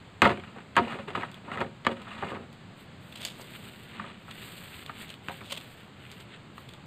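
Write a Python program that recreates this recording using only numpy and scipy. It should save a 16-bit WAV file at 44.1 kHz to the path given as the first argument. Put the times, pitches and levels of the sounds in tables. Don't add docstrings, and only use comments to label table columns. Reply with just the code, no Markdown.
import sys
import numpy as np
from scipy import signal
from scipy.fft import rfft, irfft
from scipy.io import wavfile

SR = 44100
rng = np.random.default_rng(int(sys.argv[2]) if len(sys.argv) > 2 else 0)


def output_pcm(signal):
    pcm = np.clip(np.atleast_2d(signal).T, -1, 1) * 32767
    wavfile.write(sys.argv[1], SR, np.round(pcm).astype(np.int16))


N = 302526
RING = np.arange(SR // 2) / SR
LN_60_DB = np.log(1000)


def amp(db):
    return 10 ** (np.asarray(db) / 20)


def unit(x):
    return x / np.sqrt(np.mean(x ** 2) + 1e-20)


def unit_attack(x, size=300):
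    return x / np.sqrt(np.mean(x[:size] ** 2) + 1e-20)


def read(points, hz):
    f, value = np.transpose(points)
    return np.interp(np.log(hz + 1), np.log(f + 1), value)


def add(mix, s, sound):
    part = mix[max(round(s * SR), 0):][:len(sound)]
    part += sound[:len(part)]


def colour(x, points, size=4096):
    hz = abs(np.fft.fftfreq(size, 1 / SR))
    log_gain = np.log(amp(read(points, hz)))
    taps = np.fft.ifft(np.exp(np.conj(signal.hilbert(log_gain)))).real
    return signal.oaconvolve(x, taps[:size // 2])[:len(x)]


def resonances(x, peaks):
    out = 0
    for hz, width, db in peaks:
        b, a = signal.iirpeak(hz, hz / width, fs=SR)
        out = out + amp(db) * signal.lfilter(b, a, x)
    return out


def drift(per_s):
    values = rng.standard_normal(int(per_s * N / SR) + 2)
    return unit(signal.resample(values, N))


def grains(per_s, spread_db):
    clicks = rng.random(N) < per_s / SR
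    signs = rng.choice([-1, 1], N)
    sizes = amp(spread_db * np.minimum(rng.exponential(1, N), 4))
    return unit(clicks * signs * sizes)


def chatter(size, per_s=240, unevenness_db=4):
    bursts = np.arange(size) * per_s / SR
    steps = rng.uniform(-0.71, 1, int(bursts[-1]) + 2) * np.sqrt(3)
    return unit(amp(unevenness_db * np.interp(bursts, np.arange(len(steps)), steps)))


def gesture(start, length, db, shape):
    attack_s, sag_db, release_s = shape
    t = np.maximum(np.arange(N) / SR - start, 0)
    attack = 1 - np.exp(-(t / attack_s) ** 2)
    hold = amp(db - sag_db * np.minimum(t / length, 1))
    release = np.exp(-np.maximum(t - length, 0) / release_s)
    return attack * hold * release


def swell(s, width_s, db):
    t = np.arange(N) / SR - s
    return amp(db) * np.exp(-np.minimum((t / width_s) ** 2, 20))


# f/Hz, relative level per Hz/dB
AIR_SPECTRUM = [(20, -13), (45, -20.5), (75, -4), (110, 1), (190, 0), (320, -9), (600, -13), (1300, -15.5),
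                (3200, -20), (4500, -23), (5800, -32), (8000, -36.5), (11000, -56.5), (15000, -40)]
# f/Hz, relative level/dB
DRONE_SPECTRUM = [(120, -42), (165, 2.5), (188, 10), (225, 14), (300, -44.5)]
AIR_DB = -46
DRONE_SWELL = (3, 1.45, -52.5)  # start/s, length/s, level/dB
DRONE_SHAPE = (0.15, 1, 0.12)  # attack/s, sag/dB, release/s


def background(waver_db=0.5):
    air = unit(colour(rng.standard_normal(N), AIR_SPECTRUM))
    air_gain = amp(AIR_DB + waver_db * drift(per_s=6.1))
    drone = unit(colour(rng.standard_normal(N), DRONE_SPECTRUM))
    return air_gain * air + gesture(*DRONE_SWELL, DRONE_SHAPE) * drone


POLE_MODES = { "long": [(216, 2, 0.29), (351, 0.5, 0.27), (569, 2, 0.35), (691, -8, 0.33), (766, -22, .28),
              (930, -1, 0.29), (1145, 12, 0.15), (1210, 0, .22), (1360, 6, .07), (1460, 5.5, 0.18),
              (1600, -1, 0.015), (1824, 12.5, 0.049), (2010, 2, .15), (2120, 5.5, 0.18), (2530, 16, 0.049),
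              (2855, 10.5, 0.054), (3600, -3, 0.02), (3720, -3, 0.068)], "wide": [(215.6, -4, 0.32),
              (371, -8, .15), (520, -30, .25), (708, -6.5, 0.22), (941, 7, 0.099), (1043, 6, 0.099),
              (1214, 1.5, 0.076), (1294, 0, 0.12), (1370, -4, 0.14), (1595, -15, 0.087),
              (1667, -2.5, 0.051), (1918, -19, 0.15), (2134, -3, 0.13), (2790, -19, .025)],
              "short": [(234, -11.5, 0.34), (380, -21.5, 0.22), (543, -9.5, 0.26), (670, -11, 0.15),
              (942, -19.5, 0.19), (1130, -39, 0.015), (1185, 4.5, 0.068), (1270, -5, .047),
              (1735, 11, 0.03), (1860, -0.5, 0.041), (2263, -3.5, 0.065), (2950, -3, 0.063),
              (3285, -8, 0.088)]}


def pole_ring(pole, tuning, damping):
    modes = 0
    for hz, db, t60 in POLE_MODES[pole]:
        decay = np.exp(-LN_60_DB * damping * RING / t60)
        modes = modes + amp(db) * decay * np.sin(2 * np.pi * hz * tuning * RING)
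    return unit_attack(modes)


# f/Hz, t60/s
DENSE_T60 = [(100, 0.4), (400, 0.24), (1200, 0.16), (3000, 0.15), (8000, 0.21)]


def dense_ring(points, damping):
    hz, t, z = signal.stft(rng.standard_normal(len(RING)), SR, nperseg=256)
    fade = amp(-60 * t * damping / read(DENSE_T60, hz)[:, None])
    noise = signal.istft(z * fade, SR, nperseg=256)[1]
    return colour(noise[:len(RING)], points)


def disperse(x, lag_s, fast_hz=2200, slow_hz=170):
    hz = np.fft.rfftfreq(2 * len(x), 1 / SR)
    delay = lag_s * np.maximum(np.sqrt(fast_hz / np.maximum(hz, slow_hz)) - 1, 0)
    phase = -2 * np.pi * np.cumsum(delay) * hz[1]
    return irfft(rfft(x, 2 * len(x)) * np.exp(1j * phase))[:len(x)]


# t/s, kind of pole, tuning factor, relative level/dB, contact hardness f/Hz,
# bundle rattle relative level/dB, rack thump relative level/dB, grip damping factor
KNOCKS = [ (0.219, "long", 1, -12, 4760, -2.5, -3.5, 1.3), (0.2248, "short", 1.07, -22, 3000, 4.5, 3, 1.3),
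          (0.2297, "wide", 1, -18, 1600, -5, -3, 2), (0.2427, "long", 1, -19, 3180, -4, -3, 1.4),
          (0.2499, "long", 1, -21.5, 3800, 1, -8, 1.6), (0.2529, "short", 1.05, -16, 2780, 0, -9, 1.1),
          (0.2582, "wide", .985, -16, 2600, -8, -2, 1.17), (0.2742, "long", 1, -23.5, 3640, -4, 4.5, 1.4),
          (0.293, "long", 1, -31.5, 4100, 3, -8, 2.1), (0.3027, "wide", 1, -26.5, 3600, -4, -1, 1.3),
          (0.311, "short", 1.1, -30.5, 2900, -11, -4, 1.8), (.316, "short", 1, -29.5, 3000, -1, -12, 1.9),
          (0.374, "short", 1.32, -37, 2980, -25, 2.5, 2),
          (0.398, "short", 1.87, -41.5, 3650, -11, -17, 0.95),
          (0.4372, "short", 1.35, -39, 3000, -18, -26, 1.4),
          (0.5605, "long", 0.77, -51.5, 1300, 12.5, 16.5, 1.5),
          (.585, "short", 1.3, -40.5, 2620, -5, -17, 2.2),
          (0.7549, "short", 0.93, -41, 5100, 1.5, -31, 1.2),
          (0.7658, "short", 0.94, -13, 4300, -10.5, -13, 0.87),
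          (0.7694, "wide", 1, -17, 2000, -7, -14, 0.96), (0.7765, "wide", 1, -15, 2680, -1.5, -13, 1.26),
          (0.832, "short", 1.05, -35.5, 3020, -20, -13, 1.5),
          (0.8731, "wide", 1.04, -38, 2500, -17, 5, 1.2), (0.897, "short", 1.1, -38, 2800, -11, -12, 1),
          (0.9227, "short", 1.17, -33, 2610, -1, -6, 0.89),
          (0.93, "short", 1.1, -40.5, 2700, -6, -14, 0.78), (0.988, "wide", 1.1, -41.5, 2400, 4, 2, 1.2),
          (1.082, "wide", 0.92, -43, 1300, -7, -2, 2.3), (1.104, "short", 1.6, -43.5, 4080, 4, -10, 1.3),
          (1.15, "wide", 1.04, -29.5, 2080, 0.5, 0, 2.8), (1.153, "short", 1.05, -28.5, 3020, -3, -12, 1.4),
          (1.158, "long", 1, -34.5, 3380, 0.5, -14, 1.7), (1.174, "wide", 1, -29, 1800, -3, 2.5, 1.8),
          (1.2, "short", 1.15, -45, 2980, -1, -10, 1.3), (1.2103, "long", 1, -37, 3200, -7, -8, 1.5),
          (1.222, "short", 1.1, -37, 2900, 2, -10, 1.1),
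          (1.2325, "short", 1.1, -27.5, 2150, -2.5, -11, 1.26), (1.285, "short", 1.1, -48, 3200, -5, -5, 1),
          (1.479, "wide", 1, -43, 2000, 4, 8.5, 0.36), (1.5164, "short", 1.15, -28, 2580, -8, -18, 1.5),
          (1.544, "short", 1.2, -39, 3000, -10, -10, 1.2), (1.556, "wide", 1.1, -40, 2200, 2, -13, 1.5),
          (1.574, "short", 1.1, -28.5, 2700, -8, -8, 1.3), (1.582, "short", 1.05, -35, 2400, 1, -7, 1.4),
          (1.6048, "long", 1, -29.5, 3520, -10, 5.5, 0.99), (1.612, "wide", 1, -28, 2500, 3, 0, 1.5),
          (1.6178, "short", 1.05, -28.5, 2980, -8, -21, 1.4), (1.646, "short", 1, -38, 2400, -12, -10, 1.5),
          (1.849, "short", 1.7, -35.5, 4560, 1.5, 4.5, 1.3), (1.8669, "short", 1, -14, 3520, -8, -10, 1.13),
          (1.893, "wide", 1, -36.5, 1100, -3, 6, 0.91), (1.968, "short", 1.1, -45, 3800, -8, 3, 1.1),
          (2.069, "short", 1.1, -44.5, 2200, 6, -20, 0.78), (2.166, "short", 1.1, -43, 2400, 1, -12, 1),
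          (2.2248, "wide", .86, -27, 1750, -1, -1, 1.1), (2.318, "wide", 1.17, -36, 2200, -5, 7, 0.74),
          (2.347, "short", 0.9, -40, 2300, 5.5, 7.5, 0.55), (3.396, "wide", 0.69, -43.5, 1180, 0, 3.5, 1.1),
          (3.9968, "short", 1.02, -36, 1900, 6, -16, 1.8), (4.041, "short", 1.05, -39, 1700, 0, 0, 0.7),
          (4.282, "short", 1.1, -43.5, 1730, 3, -24, 1.2),
          (4.8953, "wide", 1.3, -34, 2150, -0.5, -23, 1.36),
          (5.285, "long", 0.94, -28.5, 4300, -10, -6, 6.7),
          (5.295, "wide", 0.77, -35.5, 2860, 0, -11, 0.91),
          (5.408, "short", 1.3, -42.5, 3600, 0.5, 0, 0.77), (6.58, "short", 1, -40.5, 4270, -3, -17, 2)]
# f/Hz, relative level/dB
BUNDLE_SPECTRUM = [(60, -15), (200, -2), (400, -22.5), (750, -5.5), (1200, 1), (2000, -2), (3000, -7),
                   (4200, -8), (7000, -18.5), (15000, -48)]
# f/Hz, relative level/dB
RACK_SPECTRUM = [(30, 9), (60, -17), (85, -0.5), (140, -6.5), (230, -1.5), (420, -1), (800, -8),
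                 (3000, -55)]
# f/Hz, relative level/dB
CRACK_SPECTRUM = [(500, -32), (1500, 12.5), (3000, 7), (4500, -9), (6000, -4.5), (8000, -16), (11000, -11),
                  (15000, -22)]
BASS_LAG_S, LAG_HALVING_DB = 0.003127, 26


def knocks(rack_damping=0.95, bundle_damping=1.87, leak_db=-23,
           crack_db=-3, crack_t60=0.023, full_crack_hz=4500, crack_power=2.3):
    out = np.zeros(N)
    for s, pole, tuning, db, hard_hz, rattle_db, thump_db, grip in KNOCKS:
        rattle = chatter(len(RING)) * dense_ring(BUNDLE_SPECTRUM, bundle_damping * grip)
        wood = pole_ring(pole, tuning, grip) + amp(rattle_db) * unit_attack(rattle, size=700)
        contact = signal.butter(2, min(hard_hz, SR / 3), fs=SR, output="sos")
        body = signal.sosfilt(contact, wood) + amp(leak_db) * wood
        burst = rng.standard_normal(len(RING)) * np.exp(-LN_60_DB * RING / crack_t60)
        crack_gain = amp(crack_db) * (hard_hz / full_crack_hz) ** crack_power
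        crack = crack_gain * unit_attack(colour(burst, CRACK_SPECTRUM))
        rack = dense_ring(RACK_SPECTRUM, rack_damping * grip)
        thump = amp(thump_db) * unit_attack(rack, size=2000) / 2
        lag_s = BASS_LAG_S * 2 ** (db / LAG_HALVING_DB)
        add(out, s, amp(db) * (crack + thump + disperse(body, lag_s)))
    return out


# f/Hz, width/Hz, relative level/dB
TUBE_RESONANCES = [(240.5, 13, 0), (379.5, 28, -3), (545.3, 8, 1.5), (700, 41, -0.5), (792, 12, -1),
                   (932, 41, -4), (1262, 69, -5.5), (1444, 14, -16)]


def tubes(x, gain_db=-2):
    return amp(gain_db) * (x + resonances(x, TUBE_RESONANCES))


# t/s, note f/Hz, level/dB, t60/s
HOOTS = [(0.224, 213, -25, 0.071), (0.262, 403, -23, 0.07), (0.356, 347, -39, 0.14),
         (0.79, 374, -13.5, 0.066), (.814, 237.4, -19.5, 0.15), (0.991, 552, -29, 0.094),
         (1.078, 413, -30.5, 0.095), (1.153, 230, -47, 0.11), (1.176, 960, -35, 0.068),
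         (1.89, 220, -34, .2), (2.222, 155, -34, 0.14), (2.246, 231, -35, 0.22), (5.519, 546, -29.5, 0.054)]
HOOT_RISE_S = 0.0044


def hoots(overtone_db=-16):
    out = np.zeros(N)
    for s, hz, db, t60 in HOOTS:
        turn = 2 * np.pi * hz * RING
        rise = 1 - np.exp(-(RING / HOOT_RISE_S) ** 2)
        fade = rise * np.exp(-LN_60_DB * RING / t60)
        note = np.sin(turn) + amp(overtone_db) * np.sin(2 * turn)
        add(out, s, amp(db) * np.sqrt(2) * fade * note)
    return out


# start t/s, length t/s,
# scrape relative level/dB, rack rumble relative level/dB
SLIDES = [(0.24, 0.086, -32.5, -35), (0.348, 0.255, -46.5, -67), (0.78, 0.21, -32.5, -35.5),
          (1.068, 0.051, -37, -34), (1.141, 0.092, -34.5, -44), (1.267, 0.11, -46.5, -53),
          (1.429, 0.21, -44, -42), (1.513, 0.12, -41, -36.5), (1.877, 0.024, -33, -25.5),
          (1.95, 0.14, -43.5, -55), (2.067, 0.24, -41, -51), (2.21, 0.22, -46.5, -39.5),
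          (3.912, 0.18, -43.5, -54), (4.87, 0.014, -43, -62), (4.97, 0.042, -42, -61),
          (5.572, .012, -46, -60)]
# f/Hz, relative level/dB
SLIDE_SPECTRUM = [(80, 7.5), (250, 0.5), (600, -3), (1300, -4.5), (3000, -0.5), (6000, -13.5), (15000, 6)]
# attack/s, sag/dB, release/s
SLIDE_SHAPE = (0.0095, 1.6, 0.025)


def slides(rumble_db=-2, hollow_db=-4):
    push = sum(gesture(s, length, db, SLIDE_SHAPE) for s, length, db, _ in SLIDES)
    shake = sum(gesture(s, length, db, SLIDE_SHAPE) for s, length, _, db in SLIDES)
    scrape = np.zeros(N)
    for pole in POLE_MODES:
        rattle = unit(dense_ring(BUNDLE_SPECTRUM, damping=1.7))
        hollow = amp(hollow_db) * unit(pole_ring(pole, tuning=0.99, damping=0.86))
        body = colour(rattle + hollow, SLIDE_SPECTRUM)
        catches = push * grains(per_s=130, spread_db=4.0)
        scrape += signal.oaconvolve(catches, body / np.linalg.norm(body))[:N]
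    rumble = shake * unit(colour(grains(per_s=600, spread_db=1.0), RACK_SPECTRUM))
    return scrape / np.sqrt(len(POLE_MODES)) + amp(rumble_db) * rumble


# peak t/s, relative level/dB,
# treble share relative level/dB, half-width t/s (short for a break, long for a scuff)
SNAPS = [(1.3158, -39.5, -21, 0.00077), (1.344, -40, -13, 0.0011), (2.019, -41.5, -19, 0.00077),
         (2.529, -45, -3, 0.00074), (3.126, -43, -27, 0.0049), (3.159, -35.5, -20, 0.0033),
         (3.175, -43.5, -15, 0.0093), (3.216, -41, -1, 0.0047), (3.231, -36, -15, 0.0051),
         (3.2509, -26, 6.5, 0.00096), (3.255, -31, -11, 0.0018), (3.282, -47, -9, 0.0068),
         (3.414, -55, 12.5, 0.0051), (4.311, -38, -30, 0.0032), (4.863, -36, -32, 0.0017),
         (5.083, -43, -16, 0.00079), (5.093, -37, -14, 0.00094), (5.103, -36, -13, 0.0023),
         (5.141, -39, -25, 0.00073), (5.51, -32, -21, 0.0029), (5.5247, -25.5, -6, 0.0047),
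         (5.576, -38, -14, 0.0068), (6.116, -42, 4, 0.0011), (6.204, -56.5, 7, 0.0046),
         (6.691, -40.5, -18, 0.0026), (6.737, -40, -29, 0.0012)]
# f/Hz, relative level/dB
SNAP_SPECTRUM = [(200, -21), (550, 3.5), (900, -3), (1700, -4), (2600, 5), (3500, 9.5), (4600, -0.5),
                 (5700, -1.5), (7000, -11), (15000, -9)]
# f/Hz, relative level/dB
FIZZ_SPECTRUM = [(2500, -69), (4500, 12.5), (5800, 9.5), (8000, -5.5), (11000, 3), (15000, -14)]


def snaps(ring_db=-12, ring_t60=0.11, tail_db=-27, tail_t60=0.57):
    out = np.zeros(N)
    for s, db, treble_db, width_s in SNAPS:
        lead = 2 * width_s
        t = RING - lead
        decay = -LN_60_DB * np.maximum(t, 0)
        ring = amp(ring_db) * np.exp(decay / ring_t60)
        tail = amp(tail_db) * np.exp(decay / tail_t60)
        fade = np.exp(-(t / width_s) ** 2) + (t > 0) * (ring + tail)
        crack, fizz = rng.standard_normal((2, len(RING)))
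        sound = unit(colour(crack, SNAP_SPECTRUM)) + amp(treble_db) * unit(colour(fizz, FIZZ_SPECTRUM))
        add(out, s - lead, amp(db) * fade * sound)
    return out


# peak t/s, half-width t/s,
# swish relative level/dB, sizzle relative level/dB
STROKES = [(2.81, 0.041, -54.5, -54), (3.06, 0.055, -67, -58.5), (3.22, .12, -50.5, -53),
           (3.42, 0.062, -51.5, -49), (3.53, 0.058, -44.5, -47), (3.63, 0.072, -51, -52),
           (3.78, 0.14, -52, -53.5), (3.93, 0.065, -47.5, -68), (4.08, 0.1, -48, -82),
           (4.34, 0.11, -48.5, -53), (4.436, 0.067, -50, -47.5), (4.57, 0.1, -48, -44.5),
           (4.68, 0.058, -53, -54.5), (4.784, 0.074, -46.5, -46), (4.93, 0.05, -46, -55),
           (5.013, 0.035, -41, -42), (5.1, 0.057, -47.5, -55), (5.328, 0.073, -44.5, -48.5),
           (5.66, 0.17, -54, -53), (5.81, .04, -53, -64), (6.03, 0.062, -54.5, -68),
           (6.13, 0.087, -49.5, -56), (6.22, 0.025, -56, -58), (6.33, 0.054, -48.5, -85),
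           (6.6, 0.044, -55, -53), (6.71, 0.045, -52, -60)]
# f/Hz, relative level/dB
SWISH_SPECTRUM = [(150, -10), (400, 8), (750, -27), (1300, 2), (2200, 5.5), (3100, 4), (4200, -3),
                  (5700, -34), (8000, -14.5), (12000, -47)]
# f/Hz, relative level/dB
SIZZLE_SPECTRUM = [(2000, 4), (4500, 8), (5800, -11), (8000, -1.5), (11500, 0), (14000, 5.5), (15500, -3.5)]
# f/Hz, width/Hz, relative level/dB
STRAP_RESONANCES = [(2870, 170, -10), (3640, 200, -4)]


def rubbing(swish_db=-1.0, sizzle_db=-1, flutter_db=1.5, strokes_db=-0.7):
    swish = sum(swell(s, width_s, db) for s, width_s, db, _ in STROKES)
    sizzle = sum(swell(s, width_s, db) for s, width_s, _, db in STROKES)
    catches = colour(grains(per_s=750, spread_db=2.2), SWISH_SPECTRUM)
    creaking = unit(catches + resonances(catches, STRAP_RESONANCES))
    coarse = amp(swish_db) * swish * creaking
    fine_catches = unit(colour(grains(per_s=2500, spread_db=-4.5), SIZZLE_SPECTRUM))
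    fine = amp(sizzle_db) * sizzle * fine_catches
    unevenness_db = flutter_db * drift(per_s=70) + strokes_db * drift(per_s=27)
    return (coarse + fine) * amp(unevenness_db)


# full weight t/s, level/dB
STEPS = [(3.25, -40.5), (5.535, -39.5)]
STEP_S = 0.075


def crunch():
    weight = sum(swell(s, STEP_S, db) for s, db in STEPS)
    breaks = grains(per_s=700, spread_db=2.5)
    return weight * chatter(N) * unit(colour(breaks, SNAP_SPECTRUM))


BASS_CUT_HZ = 74


def scene():
    radiation = signal.butter(4, BASS_CUT_HZ, "highpass", fs=SR, output="sos")
    bamboo = signal.sosfilt(radiation, tubes(knocks() + slides()))
    mono = background() + bamboo + hoots() + snaps() + rubbing() + crunch()
    return np.array([mono, mono])


# f/Hz, relative level/dB
TREBLE_COLOUR = [(3500, -3.5), (4700, -7.5), (5700, -21.5), (6600, -6.5), (7600, 1), (8800, 0.5),
                 (10200, -19.5), (11500, -10), (12500, -13), (13700, -5.5), (15500, -18)]
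# f/Hz, relative level per Hz/dB
WIDTH_NOISE_SPECTRUM = [(30, -1), (150, -3.5), (600, -10), (2500, -8), (5000, -18), (15000, -23.5)]
WIDTH_NOISE_DB = -75.5
EDGE_HZ = 15500


def record(dry):
    channels = []
    for channel in dry:
        width_noise = unit(colour(rng.standard_normal(N), WIDTH_NOISE_SPECTRUM))
        channels.append(colour(channel, TREBLE_COLOUR) + amp(WIDTH_NOISE_DB) * width_noise)
    band_limit = signal.firwin(401, EDGE_HZ, window=("kaiser", 8), fs=SR)
    return signal.oaconvolve(np.array(channels), band_limit[None], "same")


dry = scene()
out = record(dry)
output_pcm(out)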